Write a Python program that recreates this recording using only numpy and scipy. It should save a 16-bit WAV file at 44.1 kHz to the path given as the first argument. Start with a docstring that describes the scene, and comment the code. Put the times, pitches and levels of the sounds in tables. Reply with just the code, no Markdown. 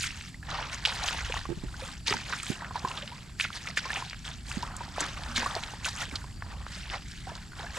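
"""Feet and hands in wet grass

Bare feet and hands work through wet grass and shallow mud in an open field, close to a camera.
Filtered noise and short ringing grains make the rustle and slosh of each stroke. Noise bursts with a tick
make slaps and snaps, rising tones make bubbles, and gliding sines a faint far bird. Low noise is wind on
the microphone; decaying modes are bumps on the camera body, mostly heard on the right."""
import sys
import numpy as np
from scipy import signal
from scipy.fft import rfft, irfft
from scipy.io import wavfile
from scipy.ndimage import uniform_filter1d

SR = 44100
rng = np.random.default_rng(int(sys.argv[2]) if len(sys.argv) > 2 else 0)


def int16_out(signal):
    """Quantize to a 16-bit WAV file."""
    q = np.round(np.clip(np.atleast_2d(signal).T, -1, 1) * 32767)
    wavfile.write(sys.argv[1], SR, q.astype(np.int16))


N = 343169

# Colour of rustling grass. 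Each row: frequency in Hz, relative density in dB per Hz.
RUSTLE_COLOUR = [(240, -2.5), (400, -6.5), (666, -6.5), (742, 0.5), (1130, -1), (1930, -3.5), (3530, -4.5),
                 (5960, -10), (7400, -7.5), (12100, -20.5), (13900, -21), (16000, -59)]
# Strokes of feet and hands through the grass. Each row: peak time in seconds, rustle level in dB,
# rise in seconds, fade in seconds, slosh re rustle in dB, fizz re rustle in dB.
GRASS_STROKES = [(0.034, -30.5, 0.15, 0.11, -28, -7), (.18, -44.5, 0.41, 0.26, -10.5, -10.5),
                 (.29, -46.5, 0.11, 0.046, -30, -7), (0.51, -36.5, 0.065, 0.53, 3.5, -21.5),
                 (.732, -38.5, 0.066, 0.13, -4, -10.5), (.868, -36, 0.052, 0.74, -1, -11),
                 (1.067, -33, 0.11, 0.37, -0.5, -11.5), (1.371, -41, 0.37, 0.19, -2, -11),
                 (1.884, -42.5, 0.34, 0.18, -2, -9), (2.074, -27.5, .015, 0.19, -5.5, -11),
                 (2.327, -36, 0.17, 0.15, -3.5, -16), (2.506, -37, 0.29, 0.12, -13, -6),
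                 (2.642, -50, 0.25, 0.19, 8.5, -21), (2.762, -38, 0.033, 0.056, 3, -23),
                 (2.883, -43, 0.22, 0.68, 2.5, -10), (3.405, -32, 0.02, 0.11, -24, -7.5),
                 (3.537, -38.5, 0.032, 0.18, -4.5, -10), (3.692, -40.5, 0.17, 0.074, -5.5, -13),
                 (3.776, -26.5, 0.016, 0.048, -32, -11.5), (3.863, -39, 0.15, 0.48, -5.5, -28),
                 (3.977, -41, 0.2, 0.22, 0.5, -6.5), (4.266, -37.5, 0.037, 0.14, -3, -12),
                 (4.497, -42, 0.069, 0.4, -3, -6.5), (4.661, -50, 0.17, 0.69, 8.5, -16),
                 (4.823, -48, 0.059, 1, -3, -17), (5.001, -35, 0.064, 0.27, 1, -13.5),
                 (5.363, -25.5, 0.014, 0.1, -8.5, -10), (5.48, -40, 0.62, 0.78, 3, -9.5),
                 (5.86, -31.5, 0.026, 0.083, -3.5, -3.5), (6.023, -34, 0.17, 0.086, -3, -10),
                 (6.12, -48.5, 0.029, 0.42, 4.5, -4.5), (6.5, -51, 0.16, 0.84, 5.5, -18),
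                 (6.755, -41.5, 0.15, 0.29, -12, -11), (6.946, -38.5, 0.12, 0.087, 1, -18),
                 (7.1, -47, 0.17, 0.7, -29, -13), (7.293, -48, 0.065, 0.34, 3.5, -15),
                 (7.59, -45, 0.055, 0.44, 3.5, -13), (7.77, -38, 0.063, 0.11, 2.5, -8)]


def gain_of(db):
    """Amplitude factor of a level in dB."""
    return 10 ** (np.asarray(db) / 20)


def evened(x):
    """Scale to unit RMS."""
    return x / np.sqrt(np.mean(x ** 2) + 1e-20)


def read(points, hz):
    """Interpolate a table over log frequency."""
    f, value = np.transpose(points)
    return np.interp(np.log(hz + 1), np.log(f + 1), value)


def add(mix, start_s, sound, pan_db=0.):
    """Mix in a mono sound; pan_db is left re right."""
    part = mix[:, round(start_s * SR):][:, :len(sound)]
    part += gain_of([[pan_db / 2], [-pan_db / 2]]) * sound[:part.shape[1]]


def ring(hz, t60_s, octaves=0., rise_s=.001):
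    """A dying tone with a soft start; its pitch climbs by the given octaves per half t60."""
    t = np.arange(round((t60_s + 3 * rise_s) * SR)) / SR
    pitch_hz = hz * 2 ** (2 * octaves * t / t60_s)
    turns = np.cumsum(pitch_hz) / SR
    shape = (1 - np.exp(-t / rise_s)) ** 2 * gain_of(-60 * t / t60_s)
    return shape / shape.max() * np.sin(2 * np.pi * turns)


def roughened(tone, wobble, hz):
    """The ring swells and dips from one cycle to the next."""
    roughness = .5
    swell = evened(uniform_filter1d(wobble, size=round(SR / hz)))
    return tone * (1 + roughness * swell[:len(tone)])


def noise(spectrum, size, patchy_db, flicker_db, tilt_db=None):
    """Random short-time spectra with drifting patches and flicker shared by all bins; unit RMS before tilt."""
    # Each row: frequency in Hz, left-right likeness from 0 to 1.
    likeness = [(40, .92), (150, .92), (500, .9), (1600, .92), (5000, .8), (7500, .88), (14000, .7)]
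    hop = size // 4
    frames, hz = N // hop + 5, np.fft.rfftfreq(size, 1 / SR)

    def to_sound(spectra):
        return signal.istft(spectra, nperseg=size, noverlap=size - hop)[1]

    a, b, c, d, patches = rng.standard_normal((frames, len(hz), 5)).T
    patches = uniform_filter1d(patches, size=4, axis=0)  # across bins
    patches = evened(uniform_filter1d(patches, size=8, axis=1))  # across frames
    flicker = evened(uniform_filter1d(rng.standard_normal(frames), size=3))
    same = np.clip(read(likeness, hz), -1, 1)[:, None]
    left = a + 1j * b
    right = same * left + np.sqrt(1 - same ** 2) * (c + 1j * d)
    level_db = read(spectrum, hz)[:, None] + patchy_db * patches + flicker_db * flicker
    spectra = np.array([left, right]) * gain_of(level_db)
    rms = np.sqrt(np.mean(to_sound(spectra) ** 2))
    if tilt_db:
        spectra *= gain_of(tilt_db(hz[:, None], np.arange(frames) * hop / SR))
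    return to_sound(spectra)[:, :N] / rms


def grains(spectrum, lo_hz, hi_hz, cycles, octaves, per_s, spread_db, wide_db, count):
    """Sparse clicks of uneven size, each ringing one short tone somewhere left or right."""
    out = np.zeros((2, N))
    for hz in np.geomspace(lo_hz, hi_hz, count):
        chance, size, side = rng.random((N, 3)).T
        struck = chance < per_s / count / SR
        clicks = struck * gain_of(-spread_db * np.log(size + 0.004))
        tone = ring(hz, cycles / hz, octaves, 1.4 / hz)
        tone *= gain_of(read(spectrum, hz)) * np.sqrt(hz) / np.linalg.norm(tone)
        pan = gain_of(wide_db * np.outer([1, -1], side - .5))
        out += signal.oaconvolve(clicks * pan, tone[None], axes=1)[:, :N]
    return evened(out)


def far_field():
    """Far grass, insects and air: steady, slightly flickering noise."""
    # Each row: frequency in Hz, relative density in dB per Hz.
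    field_colour = [(200, -38), (700, -7), (1600, -14), (3350, -41), (4400, -3.5), (6300, -16.5),
                    (7700, -3.5), (8200, -14.5), (11000, -16.5), (16000, -26)]
    level_db = -57.5
    return gain_of(level_db) * noise(field_colour, size=512, patchy_db=2, flicker_db=1)


def bird():
    """Faint far whistles, each a short sine gliding down."""
    # Each row: start in seconds, length in seconds, level in dB, start pitch in Hz, end pitch in Hz.
    notes = [(6.354, .04, -56, 4900, 4500), (6.392, .028, -55, 5050, 4480), (6.434, .03, -55, 5100, 4480),
             (6.482, .05, -55, 5050, 4450)]
    out = np.zeros((2, N))
    for start_s, length_s, db, from_hz, to_hz in notes:
        glide = np.linspace(1, 0, round(length_s * SR)) ** 1.5
        hz = to_hz + (from_hz - to_hz) * glide
        whistle = np.sin(2 * np.pi * np.cumsum(hz) / SR)
        add(out, start_s, gain_of(db) * np.sqrt(np.hanning(len(hz))) * whistle)
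    return out


def wind():
    """Lumpy low noise on the microphone; gusts swell the deepest part while the upper edge holds still."""
    # Each row: time in seconds, rumble level in dB.
    gusts = [(0, -43.5), (1.15, -44), (1.3, -38.5), (1.7, -39), (1.85, -45.5), (3.3, -48.5), (4, -46.5),
             (4.7, -42), (5.05, -48.5), (5.25, -37), (5.65, -46), (6.15, -42), (7.78, -43.5)]
    # Each row: frequency in Hz, relative density in dB per Hz.
    rumble_colour = [(15, -22), (30, 4.5), (41, -11), (51, 8.5), (63, 1.5), (170, -7), (300, -19),
                     (440, -29.5), (650, -68)]
    edge_db = -42  # the upper edge holds as if the rumble stayed at this level

    def gust_db(t):
        return np.interp(t, *np.transpose(gusts))

    def upper_db(hz, t):
        edge_share = np.clip(np.log2((hz + 1) / 70), 0, 1)
        return edge_share * (edge_db - gust_db(t))

    rumble = noise(rumble_colour, size=4096, patchy_db=1.2, flicker_db=.8, tilt_db=upper_db)
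    return gain_of(gust_db(np.arange(N) / SR)) * rumble


def bumps():
    """The struck spot on the camera body rings at its own pitch, and the whole shell answers with its modes."""
    # Each row: start in seconds, level in dB, pitch in Hz, t60 in seconds, left re right in dB.
    knocks = [(1.487, -31.5, 326, 0.05, -14), (1.499, -28.5, 341, 0.04, -14),
              (1.514, -32.5, 350, 0.077, -17), (1.572, -36, 157, 0.024, 15), (1.637, -28, 189, 0.029, -12),
              (2.109, -31, 401, 0.076, -2), (2.148, -34, 228, 0.06, -19), (2.501, -26, 197, 0.02, -13),
              (2.514, -38, 348, 0.034, -15), (2.842, -27, 200, 0.019, -7), (4.57, -29.5, 200, 0.045, -12),
              (5.009, -29.5, 292, 0.072, 1), (5.274, -40.5, 235, 0.35, -1), (5.377, -36.5, 239, 0.23, 1.5),
              (6.075, -37.5, 180, .05, -7), (6.125, -39.5, 264, .09, -11)]
    # Modes of the shell. Each row: frequency in Hz, level re struck spot in dB, t60 in seconds.
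    shell_modes = [(137.3, -7.5, 0.042), (364, -18, 0.13), (624, -22.5, 0.047), (885, -29, 0.064)]
    out = np.zeros((2, N))
    wobbles = rng.standard_normal((len(knocks), 16384))
    for (start_s, db, hz, t60_s, pan_db), wobble in zip(knocks, wobbles):
        spot = roughened(ring(hz, t60_s, rise_s=.0014), wobble, hz)
        add(out, start_s, gain_of(db) * spot, pan_db)
        for mode_hz, mode_db, mode_t60_s in shell_modes:
            mode = roughened(ring(mode_hz, mode_t60_s, rise_s=.0027), wobble[::-1], mode_hz)
            add(out, start_s, gain_of(db + mode_db) * mode, 0.71 * pan_db)
    return out


def bubbles():
    """Each air pocket popping in the mud rings unevenly, rising in pitch as the cavity shrinks."""
    # Each row: start in seconds, level in dB, starting pitch in Hz, t60 in seconds.
    pockets = [(0.106, -33, 2580, 0.015), (0.343, -38, 1930, 0.026), (0.428, -39, 1640, 0.034),
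               (1.297, -30.5, 457, 0.02), (1.34, -27.5, 813, 0.017), (1.366, -26.5, 1030, 0.015),
               (1.371, -26.5, 1800, 0.024), (1.452, -30.5, 1065, 0.03), (1.741, -37, 1440, 0.032),
               (1.82, -36.5, 504, 0.076), (2.124, -22.5, 1210, 0.022), (2.139, -22, 835, 0.014),
               (2.334, -23.5, 1330, 0.014), (2.618, -34.5, 906, 0.041), (2.708, -32.5, 985, 0.037),
               (2.755, -27, 900, 0.035), (2.847, -22.5, 978, 0.041), (2.873, -31, 990, 0.028),
               (2.905, -32.5, 987, 0.047), (2.975, -35, 1160, 0.041), (3.025, -40.5, 554, 0.077),
               (3.119, -39, 923, .07), (3.45, -28.5, 1340, 0.018), (3.503, -28.5, 1200, 0.0081),
               (3.773, -19, 1727, 0.023), (3.853, -30.5, 1013, 0.074), (3.902, -24, 1693, 0.052),
               (3.968, -32, 750, 0.05), (4.022, -29.5, 950, 0.022), (4.629, -27.5, 924, 0.039),
               (4.806, -30.5, 910, 0.058), (4.981, -23.5, 680, 0.0079), (5.039, -25.5, 1362, 0.016),
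               (5.173, -30.5, 1080, 0.017), (5.429, -24, 866, 0.014), (5.459, -20.5, 1074, 0.037),
               (5.563, -26, 636, 0.036), (5.735, -35, 796, 0.021), (5.859, -25.5, 1404, 0.019),
               (6.017, -29.5, 1380, 0.034), (6.112, -36.5, 2190, 0.019), (6.24, -40, 950, 0.034),
               (6.423, -36, 1090, 0.018), (6.464, -35, 940, 0.014), (6.666, -24.5, 1190, 0.0023),
               (7.269, -35.5, 732, 0.057), (7.291, -39, 904, 0.072), (7.315, -37, 620, 0.044),
               (7.518, -40, 1380, 0.017), (7.532, -38, 1435, 0.015), (7.594, -31, 767, 0.019),
               (7.633, -39, 667, 0.086), (7.645, -36, 1450, 0.025), (7.664, -34, 1620, 0.036),
               (7.768, -35, 950, .03)]
    out = np.zeros((2, N))
    wobbles = rng.standard_normal((len(pockets), 8192))
    for (start_s, db, hz, t60_s), wobble in zip(pockets, wobbles):
        pop = roughened(ring(hz, t60_s, octaves=.2, rise_s=1.3 / hz), wobble, hz)
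        add(out, start_s, gain_of(db) * pop, pan_db=-1.2)
    return out


def splats():
    """Slaps and snaps: a sharp tick and a lumpy spray of droplets, a broad band round its own centre."""
    # Soles slapping water, stems snapping.
    # Each row: start in seconds, reference level in dB, centre in Hz, t60 of the spray in seconds.
    slaps = [(.009, -17, 4600, 0.023), (0.21, -25.5, 2530, 0.021), (0.8518, -8, 2820, 0.027),
             (0.8573, -7.5, 3550, 0.028), (0.885, -24, 3760, 0.12), (1.086, -11, 3160, 0.021),
             (1.184, -23.5, 2040, 0.11), (1.247, -23, 2730, 0.02), (1.322, -17.5, 2720, 0.021),
             (1.3407, -22, 1730, 0.015), (2.0677, -19, 2860, 0.0061), (2.126, -14, 2300, 0.022),
             (2.326, -17.5, 1670, 0.072), (2.3998, -22, 2670, 0.028), (2.466, -22, 3000, 0.02),
             (2.646, -24.5, 1960, 0.028), (2.793, -29.5, 4960, 0.024), (2.885, -26, 4330, 0.034),
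             (2.915, -25, 2800, .02), (2.972, -27, 3480, 0.07), (3.022, -27.5, 2880, 0.055),
             (3.0768, -24, 3150, 0.013), (3.3988, -13.5, 2220, 0.022), (3.4091, -14, 2630, 0.021),
             (3.442, -20.5, 2180, 0.082), (3.5557, -27.5, 4550, 0.088), (3.672, -22.5, 2130, 0.046),
             (3.772, -14, 2270, 0.033), (3.932, -19.5, 2660, 0.021), (3.959, -21, 2440, 0.07),
             (4.0978, -23, 4550, 0.015), (4.1095, -26, 2740, 0.017), (4.1305, -22.5, 1930, 0.017),
             (4.145, -29, 1800, 0.013), (4.251, -27, 3330, 0.022), (4.5156, -22, 2230, 0.016),
             (4.626, -23.5, 4620, 0.023), (4.766, -21, 8200, 0.014), (5.0056, -15, 6800, 0.037),
             (5.236, -23, 3830, 0.014), (5.3611, -14.5, 3600, 0.024), (5.552, -17, 4470, 0.015),
             (5.636, -21, 3300, 0.028), (5.846, -20.5, 2850, 0.064), (5.887, -15, 4800, 0.024),
             (6.156, -18, 4230, 0.041), (6.423, -25.5, 1700, 0.011), (6.9, -23.5, 2930, 0.031),
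             (6.936, -24.5, 1840, 0.089), (7.118, -32, 4600, .02), (7.353, -29, 4770, 0.022)]
    spray_db, tick_db = -8, -2  # re reference level
    size = 4096
    out, bins_hz = np.zeros((2, N)), np.fft.rfftfreq(size, 1 / SR)
    draws, t = rng.standard_normal((len(slaps), 2, size)), np.arange(size) / SR
    for (start_s, db, hz, t60_s), (spray, lumps) in zip(slaps, draws):
        octaves_off = abs(np.log2((bins_hz + 1) / hz))
        colour_db = read(RUSTLE_COLOUR, bins_hz) - 19 * octaves_off
        spray = evened(irfft(rfft(spray) * gain_of(colour_db)))
        # droplets land in bunches about 1 ms long
        lumps = np.clip(evened(uniform_filter1d(lumps, size=40)), -2, 1)
        shape = np.minimum(t / .0008, 1) * gain_of(3.5 * lumps - 60 * t / t60_s)
        tick = ring(hz, 5 / hz, rise_s=.00015)
        add(out, start_s, gain_of(db + spray_db) * spray * shape, 0.86 * lumps[0])
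        add(out, start_s, gain_of(db + tick_db) * tick, 1.3 * lumps[0])
    return out


def stroke_envelope(offset_db=0., lag_s=0., linger=1.):
    """Each stroke climbs and drops straight in dB around its peak; overlapping strokes add their power."""
    span_db, step = 20, 64  # change over one rise or fade; samples per envelope point
    peak_s, level_db, rise_s, fade_s = np.transpose(GRASS_STROKES)[:4, :, None]
    since_s = np.arange(0, N + step, step) / SR - peak_s - lag_s
    below_db = span_db * np.maximum(-since_s / rise_s, since_s / (linger * fade_s))
    power = gain_of(2 * (level_db + offset_db - below_db)).sum(axis=0)
    return np.interp(np.arange(N) / step, np.arange(len(power)), np.sqrt(power))


def grass():
    """Blades hiss and crackle under the stroke, dry tips fizz, wet ground sloshes with small bubbles in it."""
    slosh_db, fizz_db = np.transpose(GRASS_STROKES)[4:, :, None]

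    def middle_db(hz, t):
        return -25 * ((hz < 1600) | (hz > 6000))

    def top_db(hz, t):
        return 9 - 25 * (hz < 6000)

    def bottom_db(hz, t):
        return -25 * (hz > 1600)

    hiss = noise(RUSTLE_COLOUR, size=256, patchy_db=4, flicker_db=1, tilt_db=middle_db)
    crackle = grains(RUSTLE_COLOUR, 1500, 6000, cycles=11, octaves=.1, per_s=2600,
                     spread_db=4.1, wide_db=10, count=14)
    drips = grains(RUSTLE_COLOUR, 1200, 5000, cycles=30, octaves=.35, per_s=220,
                   spread_db=3, wide_db=9, count=14)
    body = .58 * hiss + .66 * crackle + .48 * drips

    fizz = noise(RUSTLE_COLOUR, size=256, patchy_db=4.5, flicker_db=2.5, tilt_db=top_db)
    ticks = grains(RUSTLE_COLOUR, 5500, 9000, cycles=16, octaves=.1, per_s=300,
                   spread_db=5, wide_db=4, count=8)
    crisp = .85 * fizz + .8 * ticks

    slosh = noise(RUSTLE_COLOUR, size=512, patchy_db=5, flicker_db=1.5, tilt_db=bottom_db)
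    gurgle = grains(RUSTLE_COLOUR, 480, 1700, cycles=15, octaves=.25, per_s=900,
                    spread_db=3.4, wide_db=6, count=14)
    wet = .65 * slosh + .8 * gurgle

    stroked = stroke_envelope() * body
    stroked += stroke_envelope(slosh_db, lag_s=.01, linger=.54) * wet  # water follows the blades a little late
    stroked += stroke_envelope(fizz_db, linger=.66) * crisp
    # blades give way in bunches
    clumps_s, clumps_db = .015, 1.3
    clumps = evened(uniform_filter1d(rng.standard_normal(N), size=round(clumps_s * SR)))
    return gain_of(clumps_db * clumps) * stroked


def scene():
    """Sum of background, handling noise and the near sources."""
    background = far_field() + bird() + wind()
    near = bubbles() + splats() + grass()
    return background + bumps() + near


def record(dry):
    """Sound reaches the right port slightly first and louder; the top is dulled, then band-limited."""
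    # Each row: frequency in Hz, phase lead of the left port in radians.
    left_lead = [(200, 0), (1100, -.3), (3300, -.6), (5800, -.8), (7100, -.1)]
    edge_hz = 15700
    hz = np.fft.rfftfreq(N, 1 / SR)
    phase = np.exp(1j * np.outer([.5, -.5], read(left_lead, hz)))
    balance = gain_of([[-.25], [.25]])
    dulling = 1 / (1 + (hz / 12000) ** 6)
    ports = irfft(rfft(dry, axis=1) * phase * balance * dulling, N, axis=1)
    band_limit = signal.firwin(511, edge_hz, window=("kaiser", 9), fs=SR)
    return signal.oaconvolve(ports, band_limit[None], "same", axes=1)


dry = scene()
out = record(dry)
int16_out(out)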